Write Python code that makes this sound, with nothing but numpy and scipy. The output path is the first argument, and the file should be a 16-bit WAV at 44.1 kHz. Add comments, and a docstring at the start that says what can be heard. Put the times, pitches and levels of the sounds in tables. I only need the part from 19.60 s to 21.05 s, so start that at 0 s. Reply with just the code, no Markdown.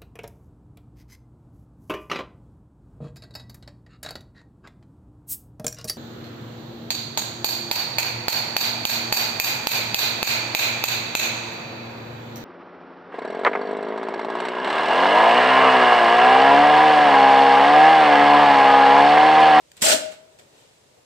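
"""At a desk in a small, quiet room, gummed paper tape is pulled tight and ripped across a dispenser's cutter.
Its fibres snap in one short, dense burst that shakes the housing and the desk and sets the dispenser
ringing. The loose strip then flicks and slides as it is laid aside. Nearby surfaces and the room
add a short echo, and faint room noise runs underneath."""
import sys
import numpy as np
from scipy import signal
from scipy.fft import rfft, irfft, next_fast_len
from scipy.io import wavfile
from scipy.ndimage import map_coordinates

SR = 44100
rng = np.random.default_rng(int(sys.argv[2]) if len(sys.argv) > 2 else 0)


def int16_out(signal):
    """Quantize to a 16-bit WAV file."""
    q = np.round(np.clip(np.atleast_2d(signal).T, -1, 1) * 32767)
    wavfile.write(sys.argv[1], SR, q.astype(np.int16))


N = 63945
TIME = np.arange(N) / SR  # time of every sample [s]
FFT_SIZE = 2 * next_fast_len(N)  # extra length keeps filter tails from wrapping round to the start
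FREQS = np.fft.rfftfreq(FFT_SIZE, 1 / SR)  # frequencies the filters work on [Hz]

# Tone of snapping paper fibres: (frequency [Hz], level [dB])
FIBRE_TONE = [(150, -49), (400, -16), (800, -9), (1130, -19.5), (1500, -10), (1850, -9.5), (3700, -8.5),
              (6500, -11.5), (7700, -8), (8700, -11), (10500, -20.5), (15300, -27)]
# Narrow, high ringing in each snap: (frequency [Hz], level [dB])
ZING_TONE = [(5000, -28.5), (7100, -24), (7600, 0), (8050, -7.5), (8700, -26.5), (11000, -22)]
# Low thud of the desk under the dispenser: (frequency [Hz], level [dB])
THUD_TONE = [(25, -46), (50, -25), (85, -3.5), (120, -2.5), (160, -2), (210, -2.5), (400, -26)]


def amp(db):
    """Turn decibels into a number to multiply by."""
    return 10 ** (np.asarray(db) / 20)


def unit(x):
    """Scale a signal so that its average strength (rms) is 1."""
    return x / np.sqrt(np.mean(x ** 2) + 1e-20)


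def along(points, hz):
    """Read between the rows of a (frequency, value) table, on a log frequency scale."""
    freqs, values = np.transpose(points)
    return np.interp(np.log(hz + 1), np.log(freqs + 1), values)


def coloured(x, tone):
    """Give a sound the tone in a table; white noise keeps its overall level."""
    gain = unit(amp(along(tone, FREQS)))
    # Folding the cepstrum makes the filter ring only after each click, never before it.
    cepstrum = irfft(np.log(gain + 1e-6))
    cepstrum[1:FFT_SIZE // 2] *= 2
    cepstrum[FFT_SIZE // 2 + 1:] = 0
    return irfft(rfft(x, FFT_SIZE) * np.exp(rfft(cepstrum)))[..., :N]


def blend(pair, likeness):
    """Mix two unrelated channels to a set likeness: 1 is the same, 0 unrelated, -1 opposite."""
    angle = np.arcsin(np.clip(along(likeness, FREQS), -1, 1)) / 2
    spectra = rfft(pair, FFT_SIZE)
    return irfft(spectra * np.cos(angle) + spectra[::-1] * np.sin(angle))[:, :N]


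def crackle(per_second, spread_db):
    """Tiny clicks at random times, each with its own strength on the left and the right."""
    clicks = rng.random(N) < per_second / SR
    sizes = amp(spread_db * np.clip(rng.standard_normal(N), -2, 2))
    sides = np.sin(2 * np.pi * rng.random((2, N)))
    return unit(clicks * sizes * sides)


def swells(strokes):
    """Loudness curve of strokes that each rise by 60 dB to a peak, then fall by 60 dB."""
    return sum(amp(db - 60 * np.maximum((peak_s - TIME) / rise_s, (TIME - peak_s) / fall_s))
               for peak_s, db, rise_s, fall_s in strokes)


def room_noise():
    """The air of the room makes a faint, steady rush."""
    # Tone of the air: (frequency [Hz], level [dB])
    air_tone = [(15, -69), (25, -24), (148, -7.5), (221, -23), (305, -19), (495, -26.5), (631, -10.5),
                (703, -29), (782, -19), (1450, -23), (2700, -21.5), (8130, -24), (15500, -43.5)]
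    # How alike its left and right sides are: (frequency [Hz], likeness [-1 to 1])
    air_likeness = [(30, .4), (90, 0.88), (200, 0.54), (600, 0), (1500, .05), (10000, 0)]
    air = coloured(rng.standard_normal((2, N)), air_tone)
    return amp(-61) * unit(blend(air, air_likeness))


def room_echo(x, delay_s=.006):
    """The walls send back a wash of echoes in which the low notes last longest."""
    # How long the echo lasts: (frequency [Hz], time to fade 60 dB [s])
    fade_times = [(100, 0.82), (300, 0.44), (700, 0.54), (3000, 0.47), (8000, 0.36), (14000, 0.29)]
    hz, t, spectra = signal.stft(rng.standard_normal((2, SR)), SR, nperseg=256)
    fading = amp(-60 * t / along(fade_times, hz)[:, None])
    tail = signal.istft(spectra * fading, SR, nperseg=256)[1]
    tail = np.pad(tail / np.linalg.norm(tail[0]), ((0, 0), (int(delay_s * SR), 0)))
    return signal.fftconvolve(x, tail, axes=1)[:, :N]


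def add_desk_echoes(x, echo_db=-.5, fade_s=.02, step=256):
    """Nearby surfaces smear each snap over a few milliseconds, by paths that change as the paper moves."""
    t = np.arange(SR // 20) / SR
    window = np.sin(np.pi * np.arange(2 * step) / (2 * step))
    echoes = np.zeros((2, N + len(t)))
    for start in range(0, N - 2 * step, step):
        paths = rng.standard_normal((2, len(t))) * amp(-60 * t / fade_s)
        piece = x[:, start:start + 2 * step] * window
        smeared = signal.fftconvolve(piece, paths / np.linalg.norm(paths[0]), axes=1)
        echoes[:, start:start + smeared.shape[1]] += smeared
    return (x + amp(echo_db) * echoes[:, :N]) / np.hypot(1, amp(echo_db))


def spread_left_right(x):
    """The paper's sound arrives with a slightly different tone on each side."""
    # Which side is louder: (frequency [Hz], left minus right [dB])
    balance = [(60, -0.5), (300, 3), (600, 3.5), (1300, -3), (2200, 0.5), (4500, 0), (8000, 0.5),
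               (14000, -0.5)]
    # How alike the two sides are: (frequency [Hz], likeness [-1 to 1])
    paper_likeness = [(50, 1), (130, .8), (290, 0.89), (640, -0.1), (1400, -0.08), (3100, -.15),
                      (7000, 0.19), (14000, 0.014)]
    lean_db = along(balance, FREQS) / 2
    spectra = rfft(blend(x, paper_likeness), FFT_SIZE)
    return irfft(spectra * amp([lean_db, -lean_db]))[:, :N]


def hand_rubs():
    """The hands make soft, dull bumps and rubs."""
    # Each touch: (time [s], level [dB], rise [s], fall [s])
    touches = [(.135, -61.5, 0.007, 0.073), (.2, -53, 0.056, 0.11), (.8, -56.5, 0.023, 0.077),
               (.95, -58, 7.4, 2.35), (1.385, -60, 0.45, 0.28)]
    # Muffled tone of a touch: (frequency [Hz], level [dB])
    dull_tone = [(60, -20.5), (200, -6), (350, -1), (520, 5), (700, -0.5), (1000, -6.5), (3000, -27.5)]
    return coloured(swells(touches) * rng.standard_normal((2, N)), dull_tone)


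def paper_rustle():
    """The loose strip crinkles in thousands of tiny clicks as it flicks and slides."""
    # Each flick or slide: (time [s], level [dB], rise [s], fall [s])
    moves = [(.175, -49.5, .04, 0.17), (.217, -41, 0.041, 0.0268), (.455, -42.5, 0.016, 0.049),
             (.523, -43.5, 0.085, 0.13), (.795, -51, 0.021, 0.08), (.99, -62.5, 0.28, 0.64),
             (1, -63.5, 7.4, 2.5)]
    # Tone of crinkling paper: (frequency [Hz], level [dB])
    paper_tone = [(200, -6.5), (600, 1.5), (1200, -2.5), (2400, 2.5), (3800, 2), (6000, -5), (7800, 1),
                  (10000, -13), (15000, -17)]
    return coloured(swells(moves) * crackle(per_second=6000, spread_db=2), paper_tone)


def dispenser_ring():
    """The shaken dispenser rings with one wavering note that lingers after the tear and echoes."""
    # Path of the ringing note: (time [s], pitch [Hz], level [dB])
    note_path = [(.215, 590, -50), (.245, 645, -27), (.283, 655, -18), (.308, 605, -24), (.35, 642, -17),
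                 (.392, 635, -42), (.446, 625, -27), (.508, 626, -33), (.53, 635, -54), (.62, 635, -49),
                 (.8, 635, -66)]
    times, pitches, levels = np.transpose(note_path)
    sounding = (TIME > times[0]) & (TIME < times[-1])
    loudness = sounding * amp(np.interp(TIME, times, levels))
    phase = 2 * np.pi * np.cumsum(np.interp(TIME, times, pitches)) / SR
    note = loudness * np.sqrt(2) * np.sin(phase)
    direct = np.array([note, -amp(-13) * note])  # quieter and upside down on the right
    return direct + amp(-19) * room_echo(np.array([note, note]))


def paper_snaps(fade_s=.012):
    """The paper tightens, catches or buckles with sharp ticks."""
    # Each single snap: (time [s], level [dB])
    ticks = [(0.1165, -38.5), (0.1684, -40.5), (0.1764, -41), (0.2121, -30), (0.2183, -18), (0.2211, -11),
             (0.29, -13.5), (0.788, -44)]
    bursts = sum((TIME >= start) * amp(db - 60 * np.abs(TIME - start) / fade_s) for start, db in ticks)
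    crack, zing = bursts * rng.standard_normal((2, 2, N))
    thud = amp(-13.5) * coloured(crack, THUD_TONE)
    return coloured(crack, FIBRE_TONE) + amp(-6.5) * coloured(zing, ZING_TONE) + thud


def tape_tear(start_s=.2218, end_s=.33, fade_s=.12):
    """Fibres snap along the cutter, harder as the rip crosses the strip, shaking housing and desk."""
    # Hollow tone of the shaken housing: (frequency [Hz], level [dB])
    housing_tone = [(60, -49.5), (190, -21.5), (290, -1), (380, -9.5), (470, 0), (620, 4), (900, -11.5),
                    (1150, -15.5), (1500, 2), (2200, -39.5)]
    # (tone, level halfway through its change [dB], change across the rip [dB])
    layers = [(FIBRE_TONE, -18, 5), (ZING_TONE, -24.5, -8),
              (housing_tone, -29.5, 15), (THUD_TONE, -46, 9.5)]
    progress = np.clip((TIME - start_s) / (end_s - start_s), 0, 1) ** .58  # changes fastest at first
    pull = (TIME >= start_s) * amp(-60 * np.maximum(TIME - end_s, 0) / fade_s)
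    rip = np.zeros((2, N))
    for tone, db, change_db in layers:
        loudness = pull * amp(db + change_db * (progress - .5))
        rip += coloured(crackle(per_second=9000, spread_db=4) * loudness, tone)
    return rip


def scene():
    """Add up the room noise, the ringing dispenser and the paper with its echoes."""
    near = add_desk_echoes(tape_tear() + paper_snaps() + paper_rustle() + hand_rubs())
    paper = spread_left_right(near + amp(-8.5) * room_echo(near))
    return room_noise() + dispenser_ring() + paper


def record(dry, peak_limit=.85, bass_hz=23, top_hz=15900):
    """Round off the highest peaks, thin the deepest bass and remove the very top of the treble."""
    rounded = dry / (1 + np.abs(dry / peak_limit) ** 5) ** (1 / 5)
    low_cut = 1j * FREQS / (1j * FREQS + bass_hz)
    top_cut = np.sin(np.pi / 2 * np.clip((top_hz - FREQS) / 700, 0, 1)) ** 2  # closes over 700 Hz
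    return irfft(rfft(rounded, FFT_SIZE) * low_cut * top_cut)[:, :N]


dry = scene()
out = record(dry)
int16_out(out)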